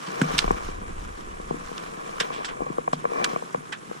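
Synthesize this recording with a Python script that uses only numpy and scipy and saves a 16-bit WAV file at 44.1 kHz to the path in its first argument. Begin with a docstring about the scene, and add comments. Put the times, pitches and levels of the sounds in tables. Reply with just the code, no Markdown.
"""Sharp reel and tackle clicks and short rattles of an angler casting from a drifting boat, heard by a
small camera strapped to the body: noise bursts coloured by the ringing tackle. Straps knock and rub the
camera housing, as pushes exciting damped modes; sleeves rustle as crackly filtered noise.
Dull thumps come through the hull as decaying sines; sea wash and low wind are shaped noise beneath."""
import sys
import numpy as np
from scipy import signal
from scipy.fft import rfft, irfft
from scipy.io import wavfile
from scipy.ndimage import uniform_filter1d

SR = 44100
rng = np.random.default_rng(int(sys.argv[2]) if len(sys.argv) > 2 else 0)


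def volts_from_decibels(level):
    """Turn decibel levels (scalar or array-like) into linear amplitude factors."""
    exponent = np.asarray(level, float) / 20
    return 10 ** exponent


def dump(signal):
    """Clip the signal to [-1, 1] and save it as 16-bit WAV at the path in sys.argv[1]."""
    limited = np.clip(np.atleast_2d(signal).T, -1, 1)
    pcm = np.round(limited * 32767).astype(np.int16)
    wavfile.write(sys.argv[1], SR, pcm)


N = 176400

# Reel and tackle clicks: start_s, relative_level_db, t60_s, centre_hz
CLICKS = [(0.117, -33.5, 0.0097, 6000), (0.2147, -15, 0.029, 1200), (0.2159, -29, 0.043, 6600),
          (0.3804, -18, 0.08, 3770), (0.3893, -2.5, 0.0061, 2900), (.391, -4.5, 0.0068, 2870),
          (0.513, -36, 0.028, 8200), (1.7799, -22.5, 0.0089, 2700), (2.2009, -22, 0.069, 4240),
          (2.4454, -25.5, 0.064, 1600), (2.929, -32.5, 0.085, 3470), (3.2415, -18.5, 0.041, 2160),
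          (3.244, -7, 0.0094, 4480), (3.2481, -18, 0.021, 1930)]
# Resonances of the tackle: centre_hz, width_hz, relative_level_db
TACKLE_MODES = [(1600, 240, 7), (3406, 510, 6.5), (5260, 67, 10.5), (7900, 100, 17.5)]
# Momentary rattles of line and tackle: start_s, relative_level_db, length_s, centre_hz
RATTLES = [(0.06, -32, 0.023, 3250), (2.198, -12.5, 0.018, 1900), (2.314, -31.5, 0.08, 2360),
           (2.445, -24.5, 0.018, 4600), (2.477, -27.5, 0.03, 1670), (3.721, -19.5, 0.018, 1720)]
# Straps striking the housing: start_s, relative_force_db, contact_ms, deep_mode_weight_db
KNOCKS = [(0.441, -26.5, 0.89, 6.5), (0.477, -29, 0.56, 4), (.506, -19, 0.7, 5.5),
          (.686, -40.5, 0.45, 10.5), (1.397, -37.5, 0.94, 7), (1.507, -21, 1.4, 3), (1.541, -31.5, 2, 6.5),
          (1.713, -33.5, 1.2, 7), (2.207, -26, 0.53, -4.5), (2.603, -27, 1.23, -3), (2.617, -26.5, 1.23, 1),
          (2.663, -32.5, 1.18, -26), (2.701, -32.5, 1.63, 10.5), (2.782, -23.5, 0.78, -4),
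          (2.877, -25.5, 0.54, -10), (2.931, -23, 0.62, -14), (3.041, -30, 0.99, -11),
          (3.052, -21.5, 0.61, -16), (3.116, -26, 1.5, -3), (3.331, -33.5, 1, 7.5), (3.36, -28, 0.6, -2),
          (3.422, -31, 1.1, -10), (3.545, -24, 0.62, -5.5), (3.911, -34, 1, -1)]
# Modes of the housing: mode_hz, left_level_db, right_level_db, right_lag_rad, t60_s
HOUSING_MODES = [(157, -4, -3.5, 1.3, 0.023), (329, 6, -4.5, 1.2, 0.012), (479.6, 2.5, -3, 2.665, 0.039),
                 (652, 3, -7.5, 2.3, 0.015), (775.5, 3.5, 2.5, 2.79, 0.022), (1043, 10.5, 12, 3.75, 0.011),
                 (1161, 9, 9.5, 3.67, 0.014), (1630, 3.5, -2.5, 3.63, 0.0085), (2360, -3, -4, 2.54, 0.038)]
# Straps and sleeves in motion: time_s, relative_rub_level_db, relative_rustle_level_db
MOTION = [(0, -44, -41.5), (.15, -36, -38.5), (.31, -31, -28.5), (.39, -36.5, -25.5), (.48, -34.5, -32),
          (.66, -39.5, -38.5), (.8, -43.5, -50.5), (1.2, -46.5, -45), (1.68, -43.5, -48),
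          (1.85, -42, -38.5), (2.17, -39.5, -45), (2.26, -35, -34.5), (2.4, -37, -42.5), (2.71, -40.5, -45),
          (2.88, -48.5, -54), (3.08, -43, -50), (3.13, -32, -43), (3.22, -26.5, -44), (3.31, -34.5, -40.5),
          (3.41, -48, -49), (3.78, -50, -48), (3.93, -52, -42.5)]
# Spectrum shape of the cloth: frequency_hz, relative_density_db_per_hz
CLOTH_SPECTRUM = [(710, -14.5), (1200, 2.5), (2300, -10), (2980, -8.5), (4800, -15.5), (5470, -11.5),
                  (12500, -29), (14000, -36), (16000, -94)]
# Thumps through the hull: start_s, relative_level_db
THUMPS = [(0.078, -29.5), (0.216, -8.5), (0.338, -22.5), (2.93, -20.5), (3.577, -29.5)]
# Modes of the hull: mode_hz, relative_level_db, t60_s
HULL_MODES = [(154.8, 0, 0.31), (179.5, 0, 0.18), (199, 7.5, 0.062), (249, 4, 0.11), (1446, -3, 0.025)]
# Spectrum shapes of the sea, mid and side: frequency_hz, relative_density_db_per_hz
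SEA_MID_SPECTRUM = [(74, -9), (125, 12.5), (298, -8.5), (350, 1), (752, -19.5), (1100, -10.5), (1380, -15),
                    (3420, -18), (4620, -28.5), (7350, -19), (11000, -26.5), (13200, -55), (15500, -75)]
SEA_SIDE_SPECTRUM = [(74, -49), (125, -15), (173, -3.5), (329, -9), (591, -11), (1100, -5), (2020, -13),
                     (2330, -22.5), (3850, -32), (8990, -23.5), (11000, -36), (15500, -51)]
# Wind on the microphone: time_s, mid_level_db
GUSTS = [(0.0, -80), (0.21, -56), (0.24, -47), (0.53, -29.5), (0.57, -39), (1.07, -35), (1.24, -47),
         (1.27, -40), (1.74, -50.5), (2.58, -57.5), (2.61, -48), (2.65, -59.5), (3.38, -54), (3.4, -65),
         (4.0, -72)]
# Spectrum shape of the wind: frequency_hz, relative_density_db_per_hz
WIND_SPECTRUM = [(12, -18), (24, 4.5), (45, -8), (90, -10.5), (120, -29), (170, -51), (400, -110)]
# Leftward bias of every noise pair: frequency_hz, mid_side_correlation (-1 to 1)
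LEAN = [(200, -0.2), (450, -0.43), (900, -0.13), (6000, -0.11), (9500, -0.91), (14000, 0.35)]

# Clicks: band half-width, rise, share of noise common to both ports, and the tail
CLICK_OCTAVES, CLICK_RISE_S, PORT_SHARE = 1.18, 0.00025, 0.37
CLICK_TAIL_DB, CLICK_TAIL_T60_S = -27.5, 0.1
CLICK_TOP_HZ, RATTLE_TOP_HZ = 11100, 9900  # treble falls away above; click tails use the latter
RING_DB, TACKLE_RIGHT_DB = -7, 3.5
TACKLE_SPREAD = 0.014  # each grip shifts the ringing by about this fraction
# Rattles: rise and fade in units of the length; the treble is weaker and fades sooner
RISE_LENGTHS, T60_LENGTHS, RATTLE_DB, GRIT_DB = 0.25, 5.7, -10, 1.5
BRIGHT_HZ, BRIGHT_DB, BRIGHT_FADE_SHARE = 5550, -11, 0.35
# Knocks: bounce, random mode spread and gain
BOUNCE_S, BOUNCE_DB, SPREAD_DB, KNOCK_DB = 0.00488, -18.5, 2.5, 10
DEEP_HZ = 350
SWELL_CYCLES = 0.35  # build-up time constant of each housing mode, so deep modes speak last
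RUBS_PER_S, RUB_SIZE_DB, RUB_CONTACT_MS, RUB_DB, RUB_DEEP_DB = 1500, 3, 0.44, 3.5, -1
CLOTH_SIDE_DB, CLOTH_DB, CRACKLE_DB = -1.5, -5, 2
THUMP_DB, THUMP_RISE_S = -12, 0.0014
KNOCK_HULL_DB = -9  # share of a knock's force that reaches the hull
SEA_MID_DB, SEA_SIDE_DB = -46, -44
WIND_SIDE_DB = -14.5
LOW_CUT_HZ, EDGE_HZ = 131.4, 16200


def evened(x):
    """Normalisation to unit root-mean-square."""
    return x / np.sqrt(np.mean(x ** 2) + 1e-20)


def read(points, hz):
    """Linear interpolation of a table on a logarithmic frequency axis."""
    f, value = np.transpose(points)
    return np.interp(np.log(hz + 1), np.log(f + 1), value)


def curve(table, column):
    """Linear interpolation of one table column at every sample time."""
    rows = np.array(table)
    return np.interp(np.arange(N) / SR, rows[:, 0], rows[:, column])


def add(mix, start_s, sound):
    """Superposition of a sound on the mix from a given time."""
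    part = mix[..., max(round(start_s * SR), 0):][..., :sound.shape[-1]]
    part += sound[..., :part.shape[-1]]


def ports(mid, side):
    """Sum and difference of mid and side give the left and right ports."""
    return np.array([mid + side, mid - side])


def burst(centre_hz, octaves, top_hz):
    """Resonant filtering: band noise coloured by the tackle, partly correlated between the ports."""
    hz = np.fft.rfftfreq(8192, 1 / SR) + 1
    shifts = 1 + TACKLE_SPREAD * rng.standard_normal(len(TACKLE_MODES))
    ring = 1
    for (mode_hz, width_hz, db), shift in zip(TACKLE_MODES, shifts):
        ring = ring + volts_from_decibels(db + RING_DB) / (1 + (2 * (hz - mode_hz * shift) / width_hz) ** 2)
    band = np.exp(-(np.log2(hz / centre_hz) / octaves) ** 2) / (1 + (hz / top_hz) ** 6)
    left, other = rng.standard_normal((2, 8192))
    right = PORT_SHARE * left + np.sqrt(1 - PORT_SHARE ** 2) * other
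    coloured = irfft(rfft([left, right]) * ring * band)
    return evened(coloured * volts_from_decibels(np.array([[0], [TACKLE_RIGHT_DB]])))


def clicks():
    """Impulsive excitation of the tackle: a fast-rising, decaying snap with a weaker, longer tail."""
    out, t = np.zeros((2, N)), np.arange(8192) / SR
    for start_s, db, t60, centre_hz in CLICKS:
        snap = volts_from_decibels(-60 * t / t60) * burst(centre_hz, CLICK_OCTAVES, CLICK_TOP_HZ)
        tail_fade = volts_from_decibels(CLICK_TAIL_DB - 60 * t / CLICK_TAIL_T60_S)
        tail = tail_fade * burst(1.24 * centre_hz, 1.0, RATTLE_TOP_HZ)
        rise = np.minimum(t / CLICK_RISE_S, 1)
        add(out, start_s, volts_from_decibels(db) * rise * (snap + tail))
    return out


def rattles():
    """Frequency-dependent decay: gritty noise bursts whose added treble fades first."""
    out, t = np.zeros((2, N)), np.arange(8192) / SR
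    for start_s, db, length_s, centre_hz in RATTLES:
        grit = evened(uniform_filter1d(rng.standard_normal(len(t)), size=90))
        rise = np.minimum(t / (RISE_LENGTHS * length_s), 1)
        fade_db = -60 * np.maximum(t - 0.5 * length_s, 0) / (T60_LENGTHS * length_s)
        body = volts_from_decibels(fade_db) * burst(centre_hz, 1.05, RATTLE_TOP_HZ)
        bright_fade = volts_from_decibels(BRIGHT_DB + fade_db / BRIGHT_FADE_SHARE)
        bright = bright_fade * burst(BRIGHT_HZ, 1.0, RATTLE_TOP_HZ)
        add(out, start_s, volts_from_decibels(db + RATTLE_DB + GRIT_DB * grit) * rise * (body + bright))
    return out


def housing(colour_db, contact_ms, deep_db):
    """Modal response: damped housing modes convolved with a soft push lasting the contact time."""
    hz, left_db, right_db, lag, t60 = np.array(HOUSING_MODES).T[..., None]
    t = np.arange(3500) / SR
    fade_db = colour_db + deep_db * (hz < DEEP_HZ) - 60 * t / t60
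    sign = (-1) ** np.arange(len(hz))[:, None]  # neighbouring modes alternate in polarity
    swell = sign * (1 - np.exp(-t * hz / SWELL_CYCLES))
    left = (volts_from_decibels(left_db + fade_db) * swell * np.sin(2 * np.pi * hz * t)).sum(0)
    right = (volts_from_decibels(right_db + fade_db) * swell * np.sin(2 * np.pi * hz * t - lag)).sum(0)
    contact_phase = np.arange(200) / SR / (contact_ms / 1000)
    push = np.sin(np.pi * np.minimum(contact_phase, 1)) ** 2
    return signal.oaconvolve(np.array([left, right]), push[None] / push.sum(), axes=1)


def knocks():
    """Impact excitation: each strap blow weights the modes a little differently and bounces once."""
    out = np.zeros((2, N))
    chance = rng.standard_normal((len(KNOCKS), len(HOUSING_MODES) + 1))
    for (start_s, db, contact_ms, deep_db), (late, *colour) in zip(KNOCKS, chance):
        colour_db = SPREAD_DB * np.array(colour)[:, None]
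        ring = volts_from_decibels(db + KNOCK_DB) * housing(colour_db, contact_ms, deep_db)
        add(out, start_s, ring)
        add(out, start_s + BOUNCE_S * (1 + 0.15 * late), volts_from_decibels(BOUNCE_DB) * ring)
    return out


def rubbing():
    """Stick-slip friction: straps excite the housing by many tiny random slips."""
    slips = (rng.random(N) < RUBS_PER_S / SR) * rng.choice([-1, 1], N)
    slips = slips * volts_from_decibels(RUB_SIZE_DB * np.minimum(rng.exponential(1, N), 5))
    response = housing(0, RUB_CONTACT_MS, RUB_DEEP_DB)
    rub = signal.oaconvolve(slips[None], response, axes=1)[:, :N]
    return volts_from_decibels(curve(MOTION, column=1) + RUB_DB) * evened(rub)


def noise_pair(mid_shape, side_shape, patchy_db, flicker_db, swell_db, size):
    """Spectral shaping of partly correlated mid and side noise, with patches, wide flicker and swell."""
    frames, hz = N * 4 // size + 5, np.fft.rfftfreq(size, 1 / SR)
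    a, b, c, d, patches = rng.standard_normal((frames, len(hz), 5)).T
    flicker = evened(uniform_filter1d(patches, size=len(hz) // 3, axis=0))
    patches = uniform_filter1d(patches, size=10, axis=0)  # across frequency
    patches = evened(uniform_filter1d(patches, size=12, axis=1))  # across time
    t = np.arange(frames) * size / 4 / SR
    swell = np.zeros(frames)
    for f in np.geomspace(0.5, 12, num=24):
        swell += np.sin(2 * np.pi * (f * t + rng.random())) / np.sqrt(f)
    lean = np.clip(read(LEAN, hz), -0.95, 0.95)[:, None]
    mid = a + 1j * b
    side = lean * mid + np.sqrt(1 - lean ** 2) * (c + 1j * d)
    shape_db = np.array([read(mid_shape, hz), read(side_shape, hz)])[..., None]
    motion_db = patchy_db * patches + flicker_db * flicker + swell_db * evened(swell)
    spectra = np.array([mid, side]) * volts_from_decibels(shape_db + motion_db)
    sounds = signal.istft(spectra, nperseg=size, noverlap=size * 3 // 4)[1]
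    return [evened(sound) for sound in sounds[:, :N]]


def cloth():
    """Friction noise: sleeves rustle in fine crackly hiss while the arms move."""
    mid, side = noise_pair(CLOTH_SPECTRUM, CLOTH_SPECTRUM, 1.2, 0.98, 2.85, size=256)
    crackle = evened(uniform_filter1d(rng.exponential(1, N) ** 2 - 2, size=60))
    level_db = curve(MOTION, column=2) + CLOTH_DB + CRACKLE_DB * crackle
    return volts_from_decibels(level_db) * ports(mid, volts_from_decibels(CLOTH_SIDE_DB) * side)


def thumps():
    """Structure-borne sound: dull blows and part of each knock ring the hull, alike at both ports."""
    out, t = np.zeros(N), np.arange(8000) / SR
    hz, mode_db, t60 = np.array(HULL_MODES).T[..., None]
    ring = (volts_from_decibels(mode_db - 60 * t / t60) * np.sin(2 * np.pi * hz * t)).sum(0)
    ring *= np.minimum(t / THUMP_RISE_S, 1)
    from_knocks = [(start_s, db + KNOCK_HULL_DB) for start_s, db, *_ in KNOCKS]
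    for start_s, db in THUMPS + from_knocks:
        add(out, start_s, volts_from_decibels(db + THUMP_DB) * ring)
    return out


def sea():
    """Broadband turbulence noise: small waves wash along the hull."""
    mid, side = noise_pair(SEA_MID_SPECTRUM, SEA_SIDE_SPECTRUM, 0.84, 2.83, 0.64, size=512)
    return ports(volts_from_decibels(SEA_MID_DB) * mid, volts_from_decibels(SEA_SIDE_DB) * side)


def wind():
    """Low-frequency pressure noise: a lumpy rumble in gusts, nearly alike at both ports."""
    mid, side = noise_pair(WIND_SPECTRUM, WIND_SPECTRUM, 1.2, 1.5, 2.5, size=4096)
    return volts_from_decibels(curve(GUSTS, column=1)) * ports(mid, volts_from_decibels(WIND_SIDE_DB) * side)


def scene():
    """Superposition of all sources; a high-pass on all but the wind leaves it the deep bass."""
    near = sea() + cloth() + knocks() + rubbing() + thumps() + clicks() + rattles()
    low_cut = signal.butter(6, LOW_CUT_HZ, "high", fs=SR, output="sos")
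    return signal.sosfilt(low_cut, near) + wind()


def roll_off(x):
    """The treble ends steeply here."""
    return signal.sosfilt(signal.butter(12, 16320, fs=SR, output="sos"), x)


def record(dry):
    """Saturation and band limiting: soft overload rounds the sharpest peaks before a low-pass."""
    overloaded = np.tanh(dry)
    low_pass = signal.firwin(255, EDGE_HZ, fs=SR)
    mix = signal.oaconvolve(overloaded, low_pass[None], "same")
    return roll_off(mix)


dry = scene()
out = record(dry)
dump(out)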